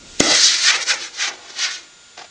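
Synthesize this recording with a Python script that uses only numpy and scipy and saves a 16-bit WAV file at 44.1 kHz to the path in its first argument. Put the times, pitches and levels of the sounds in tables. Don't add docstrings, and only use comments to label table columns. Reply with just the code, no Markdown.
import sys
import numpy as np
from scipy import signal
from scipy.fft import rfft, irfft, next_fast_len
from scipy.io import wavfile

SR = 44100
rng = np.random.default_rng(int(sys.argv[2]) if len(sys.argv) > 2 else 0)


def pcm_store(signal):
    levels = np.round(np.clip(np.atleast_2d(signal), -1, 1) * 32767)
    wavfile.write(sys.argv[1], SR, levels.astype(np.int16).T)


N = 101429
M = next_fast_len(N)
T = np.arange(M) / SR
FREQS = np.maximum(np.arange(M // 2 + 1) * SR / M, 1)
JET_START_S, JET_ATTACK_S = .199, .004
ECHO_GAIN = .46

# t/s, mid level/dB, treble level/dB
HIGH_SWELLS = [(0.22, -23.5, -20.5), (0.29, -22.5, -17.0), (0.37, -22.3, -13.2), (0.42, -23.5, -13),
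               (0.455, -25.5, -10.5), (0.545, -22.3, -17.0), (0.575, -27.5, -23), (0.64, -24.5, -17.5),
               (0.685, -14.2, -13.5), (0.72, -17.5, -20), (0.765, -20.5, -23.0), (0.79, -28.5, -32),
               (0.83, -27.5, -20.5), (0.848, -40.5, -38.0), (0.88, -25.0, -21.0), (0.908, -19.0, -17.5),
               (0.97, -35.0, -36.0), (1.0, -33.5, -30.0), (1.06, -32.5, -30), (1.11, -49.5, -44.0),
               (1.16, -41.0, -35), (1.225, -19.3, -19.3), (1.28, -26.2, -25.3), (1.31, -35.0, -38),
               (1.4, -49.5, -50.0), (1.5, -43.5, -39.0), (1.545, -43.5, -40.5), (1.61, -26.5, -23.5),
               (1.65, -22.5, -18.5), (1.68, -27.5, -28.0), (1.74, -33.0, -29.5), (1.87, -55.5, -56.0)]
# t/s, bass level/dB, low-mid level/dB
LOW_SWELLS = [(0.22, -29.5, -31.0), (0.26, -34, -29), (0.32, -25.5, -24.5), (0.36, -36.0, -33.5),
              (0.46, -50.5, -44), (0.54, -49.5, -46.5), (0.62, -58.5, -44), (0.68, -53.5, -35.0),
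              (0.77, -43.5, -30.5), (0.85, -53.0, -45.0), (0.94, -45.5, -32.0), (0.98, -48.5, -47.0),
              (1.05, -51.5, -46.0), (1.13, -57.0, -56.0), (1.24, -57.0, -34.0), (1.3, -47.5, -34.0),
              (1.38, -53.0, -47.0), (1.61, -58.0, -47.5), (1.655, -58.5, -37), (1.68, -59.5, -45.0),
              (1.87, -60.5, -61.0)]
ZONE_EDGES = (120, 450, 1100, 3300, 10000)
# f/Hz, zone (0 is bass, 3 is treble)
ZONE_OF_PITCH = [(340, 0), (850, 1), (1500, 2), (2800, 2.1), (3900, 3)]
# t/s, level/dB
TOP_HISS = [(.22, 1), (.36, 0), (.45, -2), (.55, -1), (.72, 1), (.9, 1.5), (1.25, -2.5), (1.65, -3.5)]
# t/s, rise in level/dB
SPURTS = [(.453, 2), (.909, 2), (1.282, 4.5), (1.503, 3.5), (1.59, 4.5)]
def jet(flutter_db=1.0, top_flutter_db=1.6, band_flutter_db=1.0, flutter_hz=38, spurt_s=.008):
    spectrum = rfft(turbulence())
    zone_levels = in_time(LOW_SWELLS) + in_time(HIGH_SWELLS)
    zone_gains_db = []
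    for db, low, high in zip(zone_levels, ZONE_EDGES, ZONE_EDGES[1:]):
        zone_noise = irfft(spectrum * (FREQS > low) * (FREQS < high), M)
        zone_gains_db.append(db - 20 * np.log10(rms(zone_noise)))
    top_db = in_time(TOP_HISS)[0] + top_flutter_db * drift(flutter_hz)
    pitches, zones = np.transpose(ZONE_OF_PITCH)
    roar = 0
    for octave in np.arange(20, 41) / 3:
        band = irfft(spectrum * np.maximum(1 - 3 * abs(np.log2(FREQS) - octave), 0), M)
        zone = np.interp(octave, np.log2(pitches), zones)
        blend = np.maximum(1 - abs(np.arange(4) - zone), 0)
        top_share = np.interp(2 ** octave, [5800, 7800], [0, 1])
        band_db = blend @ zone_gains_db + top_share * top_db + band_flutter_db * drift(rate_hz=20)
        roar += band * from_db(band_db)
    spurts_db = sum(db * np.exp(-((T - s) / spurt_s) ** 2) for s, db in SPURTS)
    burning = gate(JET_START_S, end_s=1.87, attack_s=JET_ATTACK_S, release_s=.06)
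    return roar * from_db(spurts_db + flutter_db * drift(flutter_hz)) * burning

# f/Hz, relative level/dB
JET_TONE = [(110, -28), (200, -17.5), (320, -9.5), (450, -11), (580, -7.5), (830, -7), (970, -11.5),
            (1200, -5.5), (2000, -1), (2750, -4.5), (4000, 0), (6300, -.5), (7100, -7.5), (8700, -18.5),
            (9800, -29)]
def turbulence(shocks_per_s=3500, spread_db=2.2, shock_share=.25):
    hits = rng.random(M) < shocks_per_s / SR
    shocks = hits * from_db(spread_db * np.minimum(rng.exponential(1, M), 4))
    crackle = np.sqrt(shock_share) * shocks / rms(shocks)
    rush = np.sqrt(1 - shock_share) * rng.standard_normal(M)
    return coloured(crackle + rush, JET_TONE)

# t/s, delay/ms
ECHO_DELAY = [(.2, 1.5), (.35, 1.5), (.45, 3.08), (.65, 2.85), (.7, 2.62), (.75, 2.34), (.85, 2.06),
              (.92, 2.0), (1.0, 2.3), (1.3, 2.6), (1.5, 2.66), (1.7, 2.79)]
def over_ground(x, near_gain=.135, wander_ms=.04):
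    near = sum(delayed(x, ms + wander_ms * drift(rate_hz=2)) for ms in rng.uniform(1, 9, size=8))
    heard = x + ECHO_GAIN * delayed(x, in_time(ECHO_DELAY)[0]) + near_gain * near
    return heard * rms(x) / rms(heard)

# t/s, level/dB
FIZZ_LEVEL = [(0, -51), (.08, -44.5), (.185, -40.5), (.194, -33), (.199, -17), (.206, -22), (.215, -68)]
# f/Hz, relative level/dB
FIZZ_TONE = [(1000, -14), (3500, -4.5), (6500, -4.5), (8000, -10), (10000, -32)]
# t/s, length/s, f/Hz, wobble/Hz, level/dB
SQUEALS = [(0.1995, 0.0055, 6520, 250, -11), (0.2022, .016, 1990, 40, -20)]
def ignition(crack_s=.2026, crack_length_s=.0024, crack_db=-6, edge_s=.00058):
    fizz = from_db(in_time(FIZZ_LEVEL)[0]) * noise(FIZZ_TONE)
    squeals = 0
    for s, length, hz, wobble, db in SQUEALS:
        squeals += tone(hz + wobble * drift(wobble), db) * gate(s, s + length, edge_s, edge_s)
    crack = from_db(crack_db) * noise(FIZZ_TONE) * gate(crack_s, crack_s + crack_length_s, edge_s, edge_s)
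    return fizz + squeals + crack

# f/Hz, level/dB, time to fade by 60 dB/s
POP_NOTES = [(80, -17, .018), (175, -16.5, .035), (290, -5, .03), (430, -11.5, .024), (560, -9, .022),
             (720, -13, .02)]
def pop(peak_s=.2057, rise_s=.0045):
    age = T - peak_s
    return -sum(burst(age, db, rise_s, fade_s) * np.cos(2 * np.pi * hz * age)
                for hz, db, fade_s in POP_NOTES)

# f/Hz, width/Hz, level/dB, start of fade t/s
PAD_RINGS = [(315, 40, -28, .3), (560, 60, -30, .3), (1995, 50, -32, .38)]
def pad_rings():
    rings = 0
    for hz, width, db, end_s in PAD_RINGS:
        ring = irfft(rfft(rng.standard_normal(M)) / (1 + ((FREQS - hz) / width) ** 2), M)
        rings += from_db(db) * ring / rms(ring) * gate(JET_START_S, end_s, JET_ATTACK_S, release_s=.05)
    return rings

# t/s, level/dB, time to fade by 60 dB/s
PUFFS = [(2.178, -30.5, .085), (2.193, -33, .13), (2.217, -34, 0.08), (2.246, -38, 0.085)]
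# f/Hz, relative level/dB
PUFF_TONE = [(150, -20), (380, -12), (660, 0), (820, -1), (980, -11), (1550, -6), (2800, -12), (5000, -9),
             (6200, -13), (9800, -47)]
def sputter(rise_s=.008, echo_ms=2.52):
    power = sum(burst(T - s, db, rise_s, fade_s) ** 2 for s, db, fade_s in PUFFS)
    puffs = np.sqrt(power) * noise(PUFF_TONE)
    return (puffs + ECHO_GAIN * delayed(puffs, echo_ms)) / np.hypot(1, ECHO_GAIN)

# t/s, level/dB
WIND_LEVEL = [(0, -52), (.04, -46), (.13, -48), (.3, -47), (.38, -60), (.7, -65), (2.3, -69)]
# f/Hz, relative level/dB
WIND_TONE = [(25, 1), (60, -4), (110, -8), (300, -8), (600, -15)]
def wind():
    return from_db(in_time(WIND_LEVEL)[0]) * noise(WIND_TONE)

# f/Hz, relative level/dB
HISS_TONE = [(80, -3), (350, -4), (900, -4), (1500, -2.5), (2400, -1.5), (3600, 0), (6800, -2.5),
             (8000, -9), (9800, -33)]
def hiss(level_db=-48):
    return from_db(level_db) * noise(HISS_TONE)

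# f/Hz, level/dB
WHINE_NOTES = [(1416, -58.5), (3386, -62), (3720, -61), (6584, -62), (7107, -55.5), (8893, -68)]
def camera_whine(waver_hz=3):
    return sum(tone(hz + waver_hz * drift(rate_hz=15), db) for hz, db in WHINE_NOTES)

def from_db(db):
    return 10 ** (np.asarray(db) / 20)

def rms(x):
    return np.sqrt(np.mean(x ** 2) + 1e-20)

def in_time(rows):
    times, *columns = np.transpose(rows)
    return [np.interp(T, times, column) for column in columns]

def drift(rate_hz):
    coarse = T[::16]
    hz = np.fft.rfftfreq(len(coarse), coarse[1])
    slow = irfft(rfft(rng.standard_normal(len(coarse))) / (1 + (hz / rate_hz) ** 2), len(coarse))
    return np.interp(T, coarse, slow / rms(slow))

def coloured(x, spectrum):
    hz, db = np.transpose(spectrum)
    skirts = np.minimum(FREQS / hz[0], 1) ** 2 * np.minimum(hz[-1] / FREQS, 1) ** 2
    shaped = irfft(rfft(x) * skirts * from_db(np.interp(np.log(FREQS), np.log(hz), db)), M)
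    return shaped / rms(shaped)

def noise(spectrum):
    return coloured(rng.standard_normal(M), spectrum)

def tone(hz, db):
    return from_db(db) * np.sqrt(2) * np.sin(2 * np.pi * np.cumsum(hz) / SR)

def gate(start_s, end_s, attack_s, release_s):
    return np.clip((T - start_s) / attack_s, 0, 1) * np.clip(1 - (T - end_s) / release_s, 0, 1)

def burst(age, db, rise_s, fade_s):
    return np.clip(1 + age / rise_s, 0, 1) * from_db(db - 60 * np.maximum(age, 0) / fade_s)

def delayed(x, delay_ms):
    return np.interp(T - delay_ms / 1000, T, x)

def scene():
    rocket = ignition() + pop() + pad_rings() + over_ground(jet()) + sputter()
    background = camera_whine() + wind() + hiss()
    return (rocket + background)[None, :N]

def record(dry, clip_level=.96, cutoff_hz=9900):
    clipped = dry / (1 + (dry / clip_level) ** 8) ** (1 / 8)
    low_pass = signal.ellip(10, .05, 60, cutoff_hz, fs=SR, output="sos")
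    return signal.sosfiltfilt(low_pass, clipped)

dry = scene()
out = record(dry)
pcm_store(out)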